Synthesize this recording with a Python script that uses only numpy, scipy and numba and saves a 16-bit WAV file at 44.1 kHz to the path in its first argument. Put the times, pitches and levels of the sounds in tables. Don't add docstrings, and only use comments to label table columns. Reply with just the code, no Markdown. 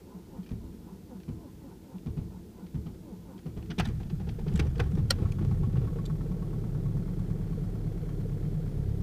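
import sys
import numpy as np
from scipy import signal
from scipy.fft import rfft, irfft
from scipy.io import wavfile
from scipy.ndimage import uniform_filter1d
from numba import njit

SR = 44100
rng = np.random.default_rng(int(sys.argv[2]) if len(sys.argv) > 2 else 0)


def materialize(psi):
    bounded = np.clip(np.atleast_2d(psi).T, -1, 1)
    quanta = np.round(bounded * 32767).astype(np.int16)
    wavfile.write(sys.argv[1], SR, quanta)


def natural_amplitude(level_db):
    exponent = np.asarray(level_db, float) / 20
    return 10 ** exponent


N = 397782
CLOCK = np.arange(N) / SR
STARTER_OFF_S = 3.7


def level(x, db):
    return x * natural_amplitude(db) / np.sqrt(np.mean(x ** 2))


def noise():
    return rng.standard_normal(N)


def walk(rate):
    k = int(SR / rate)
    return level(uniform_filter1d(uniform_filter1d(noise(), k), k), 0)


def curves(table):
    s, *columns = np.transpose(table)
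    return [np.interp(CLOCK, s, c) for c in columns]


@njit
def svf(x, hz, width):
    y, b, l = np.empty(len(x)), 0., 0.
    for i in range(len(x)):
        g, k = np.tan(np.pi * hz[i] / SR), width / hz[i]
        v = (b + g * (x[i] - l)) / (1 + g * (g + k))
        b, l, y[i] = 2 * v - b, l + 2 * g * v, k * v
    return y


def body(x, modes):
    one, out = np.ones(len(x)), np.zeros(len(x))
    for k, (hz, width, db) in enumerate(modes):
        once = svf(x, hz * one, 1.18 * width)
        out += (-1) ** k * natural_amplitude(db) * svf(once, hz * one, 1.18 * width)
    return out


# (frequency [Hz], density [dB per Hz])
HISS = [(880, -32), (1500, -4.5), (2700, -4.5), (4310, -4), (8620, -7.5), (14600, -6.5), (15500, -9)]


def hiss():
    hz, db = np.transpose(HISS)
    f = np.fft.rfftfreq(N, 1 / SR)
    shape = (f < 15450) * natural_amplitude(np.interp(np.log(f + 1), np.log(hz), db))
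    return level(irfft(rfft(noise()) * shape, N), -67)


# (frequency [Hz], width [Hz], level [dB])
TAPPET = [(1350, 790, 6), (2250, 620, -1), (3120, 150, 3), (4300, 380, 0)]


def tappets():
    taps_per_s, ring_s = 220, 0.0021
    taps = (rng.random(N) < taps_per_s / SR) * natural_amplitude(2.5 * noise())
    smear = signal.lfilter([1], [1, -np.exp(-1 / (ring_s * SR))], taps) * noise()
    return natural_amplitude(-68.5) * np.clip(CLOCK - 6.4, 0, 1) * level(body(smear, TAPPET), 0)


# (time [s], peak [dB], own ring [Hz], low part [dB], high part [dB])
CLICKS = [(.438, -50, 3300, -10, -20), (.4889, -43.5, 2400, -4, -20), (3.713, -37.5, 3000, 4, -33),
          (3.7866, -22, 3160, -10, -13), (3.7981, -26.5, 2780, 11, -5), (3.8062, -27.5, 2530, -27, -37),
          (3.8435, -51, 2370, 0, -14), (3.8537, -34, 3560, 4, -6), (3.8714, -52, 2400, -4, 9),
          (3.8844, -43.5, 2250, -3, -3), (4.1, -42.5, 2560, 3, -21), (4.2906, -37.5, 2500, -1.5, -25),
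          (4.4812, -39.5, 2650, -2, -31), (4.5375, -44, 6440, -20, 2), (4.558, -35.5, 7740, 1, -2.5),
          (4.567, -52, 2960, 0, -12), (4.574, -43, 2960, 2, 3), (4.596, -23, 2350, 0, -10),
          (4.6662, -47, 5800, 7, -2), (4.779, -44.5, 4500, 5, -2), (4.838, -50, 3000, 0, 2),
          (4.9112, -51, 3500, -4, 0), (4.95, -47, 5560, 2, -4), (4.799, -26.5, 2480, 7.5, -12),
          (5.106, -20.5, 4300, 0, -7), (5.3207, -40, 2580, -27, 1), (6.0556, -41.5, 4040, -10, -2)]
# (time [s], peak [dB])
RATTLES = [(.4604, -47.5), (.469, -54), (1.208, -60), (1.2306, -50), (3.388, -50), (3.6237, -46),
           (3.6571, -51), (3.7038, -38), (4.0297, -45), (4.415, -64), (4.5151, -49), (4.5246, -51),
           (4.7546, -43), (4.9826, -49), (5.118, -59), (5.3812, -60), (5.5064, -50), (5.7663, -50)]
# (time [s], floor thud [dB], deep rock [dB], cover knock [dB])
LONE = [
    (0.509, -29, -30.5, -44),
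    (0.632, -38.5, -41, -55),
    (1.281, -28, -33, -43),
    (2.062, -27, -30.5, -42),
    (2.172, -25.5, -31, -42),
    (2.745, -25.5, -29.5, -45),
    (2.86, -30.5, -39.5, -41),
    (3.458, -27.5, -35.5, -41),
    (3.567, -35, -33, -40.5),
    (3.698, -30, -39, -42),
]


def ticks():
    tick_db, lag_s, pilot_lead_s, rest_s = -49, 0.0058, 0.081, .4
    fired = np.array(LONE)[:, 0]
    rested = fired[np.diff(fired, prepend=0) > rest_s]
    faint = RATTLES + [(s - pilot_lead_s, tick_db) for s in rested]
    faint = faint + [(r[0] + lag_s, tick_db) for r in LONE if r[3] > -55]
    rows = CLICKS + [(s, db, 2170 + 1160 * rng.random() ** 2, -1.5, -14) for s, db in faint]
    return [(*r, 0.038 * natural_amplitude(0.4 * min(r[3], 3))) for r in sorted(rows)]


# (frequency [Hz], width [Hz], level [dB])
TRIM = [(750, 225, -4.5), (1160, 570, -13.5), (1480, 320, -6), (1870, 390, -9.5), (2347, 350, 12),
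        (3150, 770, 11), (4550, 1800, 5.5), (6200, 790, 0), (7000, 6400, 8), (14200, 3600, -5)]


def clicks():
    gate, ring_hz, t = np.zeros((3, N + SR)), np.full(N + SR, 3000.), np.arange(int(.2 * SR)) / SR
    for s, db, hz, low_db, high_db, ring in ticks():
        slip_s = .009 if db > -43 else .003
        after = np.maximum(t - slip_s, 0)
        decay = natural_amplitude(-60 * after / max(ring, .005)) + 0.11 * natural_amplitude(-60 * after / 0.32)
        shape = np.minimum(t / slip_s, 1) ** 1.2 * decay
        part_gain = natural_amplitude(db - 13.0 + np.array([[low_db], [0], [high_db]]))
        start = int((s - slip_s + 0.0023) * SR)
        gate[:, start:start + len(t)] += part_gain * shape ** np.array([[1], [1.2], [1.7]])
        ring_hz[start:] = hz
    gate = gate[:, :N]
    grit = [noise() * natural_amplitude(4.6 * noise()) for _ in range(4)]
    pluck = gate[1] * np.sqrt(np.minimum(gate[1] / natural_amplitude(-52), 1)) * level(grit[3], 0)
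    out = natural_amplitude(18.0) * svf(svf(pluck, ring_hz, 530.0), ring_hz, 530.0)
    for g, x, part in zip(gate, grit, (TRIM[:4], TRIM[4:8], TRIM[8:])):
        out += body(g * x, part) / np.std(body(x, part))
    return out


# (time [s], peak [dB], slip [s], chatter depth [ratio])
SNAPS = [
    (5.107, -12, 0.001, 3),
    (6.0552, -41, 0.00056, 0.3),
    (6.0615, -40, 0.0016, 0.3),
]
# (frequency [Hz], ring [s], level in first, second, third snap [dB])
BARREL = [(535.6, 0.061, 0.5, -30, -30), (1227, 0.038, -16, -30, -30), (1396, 0.046, 1.5, -30, -30),
          (1918, 0.041, -1.5, -27, -25), (3167, 0.013, 2, -20, -14), (3560, 0.032, -15, 1, 3.5),
          (4000, 0.048, -7, 5, -4), (4190, 0.014, 7.5, -15, -20), (4580, 0.015, 5, -12, 2),
          (5530, 0.029, 2.5, -14, -11), (6660, 0.0294, -15, -9, -7), (7500, .025, -8, -8, 1),
          (8730, 0.0065, 1, -14, -10), (11360, .025, -21, -10, -4)]


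def snaps():
    out, t = np.zeros(N), np.arange(int(.08 * SR)) / SR
    for k, (s, db, slip, depth) in enumerate(SNAPS):
        swell = np.minimum(2.3 * np.exp(-np.abs(t - .012) / slip), 1)
        swell = np.where(t < .012, swell, .5 + .5 * swell)
        modes = np.zeros(len(t))
        for hz, ring_s, *snap_db in BARREL:
            fade = natural_amplitude(snap_db[k] - 60 * np.maximum(t - .013, 0) / ring_s)
            modes += fade * np.sin(2 * np.pi * (hz * t + rng.random()))
        chatter = 1 + depth * uniform_filter1d(rng.standard_normal(len(t)), size=16)
        start = int((s - .011) * SR)
        out[start:start + len(t)] += natural_amplitude(db - 12.0) * swell * modes * chatter
    return out


# (time [s], peak [dB])
RASPS = [(4.0, -52.5), (4.198, -53), (4.27, -52), (4.388, -52), (4.465, -49.5), (4.53, -55), (4.61, -48),
         (4.81, -47), (4.97, -48), (5.185, -53.5), (5.25, -50.5), (5.385, -54), (5.42, -54), (5.51, -52),
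         (5.63, -52), (5.73, -52), (5.77, -51)]
# (frequency [Hz], width [Hz], level [dB])
RASP = [(610, 250, -6), (825, 165, 4), (1420, 610, -9), (3000, 2800, -18)]


def rasps():
    gate = np.zeros(N)
    for s, db in RASPS:
        gate += natural_amplitude(db) * np.clip((CLOCK - s) / 0.0028, 0, 1) * np.exp(-np.abs(CLOCK - s) / 0.028)
    return gate * level(body(noise() * natural_amplitude(2.6 * walk(150)), RASP), 0)


# (time [s], peak [dB], cover ring [Hz])
KNOCKS = [(3.781, -29, 339), (3.892, -35.5, 343), (4.002, -37, 366), (4.104, -40.5, 340), (4.198, -39, 341),
          (4.268, -41, 468), (4.386, -38.5, 456), (4.462, -34.5, 412), (4.516, -38, 380), (4.549, -37, 343),
          (4.594, -25, 332), (4.655, -37.5, 436), (4.766, -37.5, 457), (4.795, -28, 475), (4.854, -50, 316),
          (4.903, -41.5, 457), (4.973, -32.5, 312), (5.183, -33.5, 400), (5.218, -31, 347),
          (5.284, -47, 387), (5.411, -32, 326), (5.45, -43, 420), (5.493, -39.5, 428), (5.571, -58, 405),
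          (5.602, -40, 354), (5.628, -44, 430), (5.727, -40, 337), (5.767, -34, 330), (5.815, -36, 474),
          (5.841, -41, 338), (5.929, -43, 453), (5.958, -35.5, 462)]


def knocks():
    gate, ring, t = np.zeros((2, N)), np.zeros(N), np.arange(int(.1 * SR)) / SR
    swell = np.minimum(t / 0.0044, 1) * np.minimum((.1 - t) * 50, 1)
    decay = np.exp(-t / 0.028) + 0.18 * np.exp(-t / 0.055)
    # (s, peak dB, ring Hz, upper rasp dB, ring dB)
    rows = [(s, db, 380, -9.5, -14) for s, _, _, db in LONE] + [(*r, -16.5, -2) for r in KNOCKS]
    for s, db, hz, upper_db, ring_db in rows:
        start = int((s - .002) * SR)
        gate[:, start:start + len(t)] += natural_amplitude(db - 4.5 + np.array([[-3], [upper_db]])) * swell * decay
        ring[start:start + len(t)] += natural_amplitude(db + ring_db) * swell * np.exp(-t / 0.017) * np.sin(2 * np.pi * hz * t)
    # (Hz, width Hz, dB)
    lower = [(295, 210, -5.5), (463, 150, -7.5)]
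    upper = [(700, 170, 8), (842, 104, 5.5), (1050, 540, 1.5), (1340, 230, 1.5), (1930, 1850, -6.0)]
    out = ring * natural_amplitude(3.3 * walk(105))
    return out + sum(g * level(body(noise(), part), 0) for g, part in zip(gate, (lower, upper)))


# (time at top of stroke [s], floor thud [dB], whine before [Hz], whine [dB], gear mesh [dB])
STROKES = [(0.148, -33.5, 280, -53.5, -57.5), (0.386, -30, 284, -52.5, -58), (0.686, -61, 345, -55, -68),
           (0.918, -34.5, 291, -58, -57.5), (1.152, -32, 285, -52.5, -60), (1.476, -50, 346.5, -51, -62),
           (1.709, -37, 289.5, -51.5, -59.5), (1.946, -32, 285, -49, -58), (2.366, -54, 345, -54.5, -61),
           (2.625, -32.5, 290, -52, -59), (2.888, -46, 330, -64, -80), (3.115, -35, 317.5, -48, -61),
           (3.342, -34, 286.8, -49.5, -58)]


def mesh():
    def peak(s, db, rise_db_per_s):
        rise = rise_db_per_s * np.maximum(s - CLOCK, 0)
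        return natural_amplitude(db - rise - 318 * np.maximum(CLOCK - s, 0))

    return sum(peak(r[0], r[4], 119) for r in STROKES) + sum(peak(r[0] + 0.022, -65, 700) for r in LONE)


# (frequency [Hz], width [Hz], level [dB])
GEAR = [(720, 130, -0.5), (867, 57, 4.5), (916, 15, 8.5), (995, 48, 5.5), (1160, 430, -7.5), (1490, 68, -8)]


def starter():
    sag_s, slowest_hz, slowest_lag_s, rough = .13, 195.6, 0.0357, .22
    teeth = noise() * natural_amplitude(2.2 * walk(240))
    out = (CLOCK < STARTER_OFF_S) * uniform_filter1d(mesh(), int(SR / 16)) * level(body(teeth, GEAR), 1.2)
    wobble = natural_amplitude(2.5 * walk(40))
    flutter = ((1 - rough) + rough * walk(50)) * natural_amplitude(-1.3 * (CLOCK - 0.5))
    for s, _, hz, db, _ in STROKES:
        x = np.clip((CLOCK - s - slowest_lag_s) / sag_s + 1, 0, 1)
        turn = 2 * np.pi * np.cumsum(hz - (hz - slowest_hz) * x ** 1.512 + 8 * walk(32.0)) / SR
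        swell = np.sqrt(np.sin(np.pi * x) + 1e-9) * (x > 0) * (x < 1)
        overtones = natural_amplitude(-4) * np.sin(2 * turn) + natural_amplitude(-12.5) * np.sin(3 * turn)
        out += natural_amplitude(db + 1.0) * wobble * swell * (np.sin(turn) + flutter * overtones)
    return out


# (time [s], floor thud [dB], ring [Hz], deep rock [dB])
CATCH = [(3.786, -19.5, 166, -24.5), (3.871, -26.5, 199, -29), (3.937, -25, 115, -26.5),
         (4.129, -23, 151, -30), (4.206, -28, 160, -32), (4.272, -28.5, 149, -28), (4.39, -30, 147, -36),
         (4.474, -21.5, 144, -43), (4.504, -27.5, 166, -22.5), (4.543, -19, 163, -24),
         (4.598, -18.5, 143.3, -23), (4.676, -19.5, 117, -31.5), (4.796, -19.5, 127, -22),
         (4.852, -21.5, 120, -25), (4.934, -19, 163, -27.5), (4.985, -17.5, 136, -22.5),
         (5.043, -22, 111, -30), (5.205, -25, 172, -18.5), (5.24, -39, 118, -32), (5.417, -33, 147, -33),
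         (5.47, -16, 117, -23), (5.517, -31, 144, -35), (5.596, -22.5, 147, -22), (5.619, -23, 150, -27),
         (5.671, -28.5, 203, -49), (5.744, -16, 125, -22), (5.782, -15, 123, -22)]


def blows():
    compressions = [(s, db, 185, db - 44, .1, 0.019, 0) for s, db, *_ in STROKES]
    lone = [(s, db, 163 - 2 * (db + 33.0), deep_db, 0.18, 0.014, natural_amplitude(-5.5 - 2 * s)) for s, db, deep_db, _ in LONE]
    return compressions + lone + [(*r, 0.38, .013, 0) for r in CATCH]


# (frequency [Hz], ring [s], level [dB])
MOUNTS = [(37.2, 0.14, 1.5), (73.1, 0.28, -1.5), (110.7, 0.23, 1)]


def thuds():
    slap_hz, slap_s, slap_lag_s = 239.6, 0.01, .008
    out, t = np.zeros(N + SR), np.arange(int(.4 * SR)) / SR
    late = np.maximum(t - slap_lag_s, 0)
    slap_shape = late / slap_s * np.exp(1 - late / slap_s) * np.sin(2 * np.pi * slap_hz * t)
    for s, db, hz, deep_db, sag, swell, slap in blows():
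        turn = 2 * np.pi * np.cumsum(hz * (1 + sag * (np.exp(-t / 0.022) - .314))) / SR
        pan = natural_amplitude(db) * 0.75 * (t / swell) ** 2 * np.exp(2 - 2 * t / swell) * np.sin(turn)
        pan += natural_amplitude(db) * slap * slap_shape
        rock = np.zeros(len(t))
        for f, ring_s, g in MOUNTS:
            detune = 1 + 0.023 * rng.standard_normal()
            rock += natural_amplitude(g - 60 * t / ring_s) * np.sin(2 * np.pi * f * detune * t)
        start = int((s - .006) * SR)
        out[start:start + len(t)] += pan + natural_amplitude(deep_db + 8.0) * (1 - np.exp(-(t / 0.039) ** 2)) * rock
    return out[:N]


# (time [s], angle [turns])
CAM = [(0, -9.5), (3.457, -4.8), (3.79, -4), (4.0, -3), (4.39, -1), (4.8, 1), (4.92, 2), (5.185, 4),
       (5.45, 6), (5.815, 9), (6.153, 12), (6.474, 15), (6.8, 18), (7.467, 24), (8.143, 30), (8.828, 36),
       (9.06, 38)]


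def cam_turns():
    return curves(CAM)[0] + 10


def turn_knock():
    hz, sag_hz, decay_s, lead_s = 364.5, 130.4, 0.017, 0.00507
    cam = cam_turns()
    rate = np.gradient(cam) * SR
    ahead = cam + lead_s * rate
    since = ahead % 1 / rate
    chance = rng.standard_normal((60, 2))[ahead.astype(int)].T
    sag = sag_hz * .015 * (1 - np.exp(-since / 0.017))
    turn = 2 * np.pi * (hz * (1 + 0.064 * chance[0]) * since + sag)
    swell = np.minimum(since / 0.0039, 1) * np.exp(-since / decay_s)
    running = np.clip((4 * rate - 30) / 4, 0, 1)
    return natural_amplitude(-38.5 + 2.5 * chance[1]) * running * swell * np.sin(turn)


def jolt(fade_s):
    return sum(natural_amplitude(deep_db) * (CLOCK > s) * np.exp(-np.abs(CLOCK - s) / fade_s) for s, _, deep_db, _ in LONE)


# (time [s], effort over a calm idle [dB])
EFFORT = [(0, -14.5), (.4, -13), (3.4, -13), (3.74, -4.5), (4.22, -3.5), (4.72, -1), (5.5, 5), (5.7, 2),
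          (5.9, 2), (6.9, 0), (7.46, 0.5), (8.5, 0), (8.82, 1.5), (9.02, 0)]


def levels(rate, ragged):
    (effort,) = curves(EFFORT)
    speed = uniform_filter1d(rate, SR // 4)
    shake = natural_amplitude(-37.5 + 2.6 * np.minimum(effort, 0) + 7.5 * ragged) + natural_amplitude(-19) * jolt(.08)
    boom = natural_amplitude(-36 + effort) + natural_amplitude(-15) * jolt(.15)
    drone = natural_amplitude(-54 + 0.54 * (speed - speed[-1]))
    drone += natural_amplitude(-62.5) * np.clip((STARTER_OFF_S - CLOCK) * 10, 0, 1)
    uneven_db = (2.5 + 1.5 * walk(30)) * uniform_filter1d(ragged, SR // 3)
    clatter = natural_amplitude(-67 + .55 * effort + uneven_db)
    warmed_db = 3.7 * CLOCK + 5 * np.maximum(CLOCK - 7.2, 0)
    tick = natural_amplitude(-41 + 4 * np.minimum(speed - 30, 0) - warmed_db) * np.clip((CLOCK - 5.1) * 10, .3, 1)
    return shake, boom, drone, clatter, tick


# (frequency [Hz], width [Hz], level [dB])
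CABIN = [(70.5, 49, -11), (92.7, 8, -1), (142.8, 19, 1), (172, 29, -6.5), (208, 34, -4.5)]
# (frequency [Hz], width [Hz], level [dB])
CRANKING = [(65, 70, -3.5), (121, 87, -11.5), (176.8, 40, 0.5), (233, 23, -9.5), (326, 19, -4.5),
            (424.4, 22.6, -12.5)]
# (multiple of firing rate [ratio], level under the boom [dB], gain under load [dB])
ORDERS_IDLE = [(1.249, -9.5, -11), (2, -12.5, 9), (2.751, -11, -3), (3, -3, 3), (3.751, -9.5, -3),
               (4, -5.5, 3), (4.25, -7.5, -2), (4.5, -7.5, -16), (4.751, -11.5, -9), (5, -8.5, 5)]


def cabin_boom(stroke, even, caught):
    lope = 1 - .4 * even * np.cos(np.pi / 2 * stroke - .9)
    load = np.clip((CLOCK - 8.72) * 10, 0, 1)
    lines = np.zeros(N)
    for k, db, gain_db in ORDERS_IDLE:
        drift = 0.92 * (1 - 0.97 * load) * walk(4.3)
        lines += natural_amplitude(db + 2.4 * walk(7.0) + gain_db * load) * np.sqrt(2) * np.sin(2 * np.pi * k * stroke + drift)
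    running = (1 - .5 * even) * (1 - 0.13 * load) * level(body(noise(), CABIN), 1.0) + even * lines
    return caught * lope * running + (1 - caught) * level(body(noise(), CRANKING), 0.1)


# (frequency [Hz], width [Hz], level [dB])
BULKHEAD = [(270, 66, 2.5), (330.5, 40, 0.5), (379.3, 35, 3.5), (431.7, 22, -2.5), (469, 60, -3),
            (650, 286, -13.5), (803, 494, -16.5)]
# (frequency [Hz], width [Hz], level [dB])
BLOCK = [(1267, 210, 6), (1510, 890, -2), (2120, 840, 1), (3390, 440, -9.5), (4460, 900, -4.5),
         (3860, 13500, -11.5)]
# (frequency [Hz], width [Hz], level [dB])
COVER = [(385, 50, -1), (465, 62, 0), (720, 200, -24)]
# (frequency [Hz], width [Hz], level [dB])
INJECTOR = [(880, 140, -9), (1110, 52, 5), (1310, 80, -1), (1500, 160, -6), (1800, 140, -9)]
# (bulkhead [dB], cover knock [dB], injector tick [dB])
CYLINDERS = [(-2, 0, -9), (0, -8, -20), (-1, -18, 0), (-4, -18, -16)]


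def combustion(stroke, rate, even, caught):
    index, since = stroke.astype(int), stroke % 1 / rate
    cylinder = np.array(CYLINDERS)[index % 4].T + 1.3 * rng.standard_normal((400, 3))[index].T
    puff = natural_amplitude(cylinder) * np.minimum(since / .004, 1) * np.exp(-since / .009)
    rap = np.sin(np.pi * np.minimum(since / .0009, 1))
    same = noise()[(stroke / 4 % 1 * SR / 9).astype(int)]
    repeat = .6 * even
    rumble = np.sqrt(repeat) * same + np.sqrt(1 - repeat) * noise()
    drone = (puff[0] + 0.74) * rumble
    dull = natural_amplitude(-3 * (1 - caught))
    drone = level(body(drone, BULKHEAD[:5]) - dull * body(drone, BULKHEAD[5:]), 6.56)
    knock = even * level(body(puff[1] * (.5 * noise() + .5 * same + 6 * rap), COVER), -4)
    tick = level(body(puff[2] * (.6 * noise() + 10 * rap), INJECTOR), 0)
    stir = .9 + puff[0] + uniform_filter1d(1.6 * puff[2], SR // 60)
    clatter = level(body(noise() * stir, BLOCK), 0)
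    return drone + knock, clatter, tick


def engine():
    stroke = 4 * cam_turns()
    rate = np.gradient(stroke) * SR
    even = np.clip((rate - 26) / 8, 0, 1)
    caught = np.clip((rate - 9) / 8, 0, 1)
    shudder = level(body(noise(), [(37.0, 57, 0)]), 0)
    shake = even * np.sqrt(2) * np.cos(2 * np.pi * stroke) + (1 - 1.12 * even) * shudder
    parts = (shake, cabin_boom(stroke, even, caught), *combustion(stroke, rate, even, caught))
    return sum(g * x for g, x in zip(levels(rate, caught * (1 - even)), parts))


def scene():
    background = hiss() + tappets() + clicks() + snaps()
    return (background + rasps() + knocks() + starter() + thuds() + turn_knock() + engine())[None]


def low_pass(x):
    return signal.sosfilt(signal.butter(12, 16370, fs=SR, output="sos"), x)


def record(dry):
    soft = np.tanh(3.2 * dry) / 3.2
    top = signal.ellip(8, .5, 60, 15350, fs=SR, output="sos")
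    return low_pass(signal.sosfilt(top, soft))


dry = scene()
out = record(dry)
materialize(out)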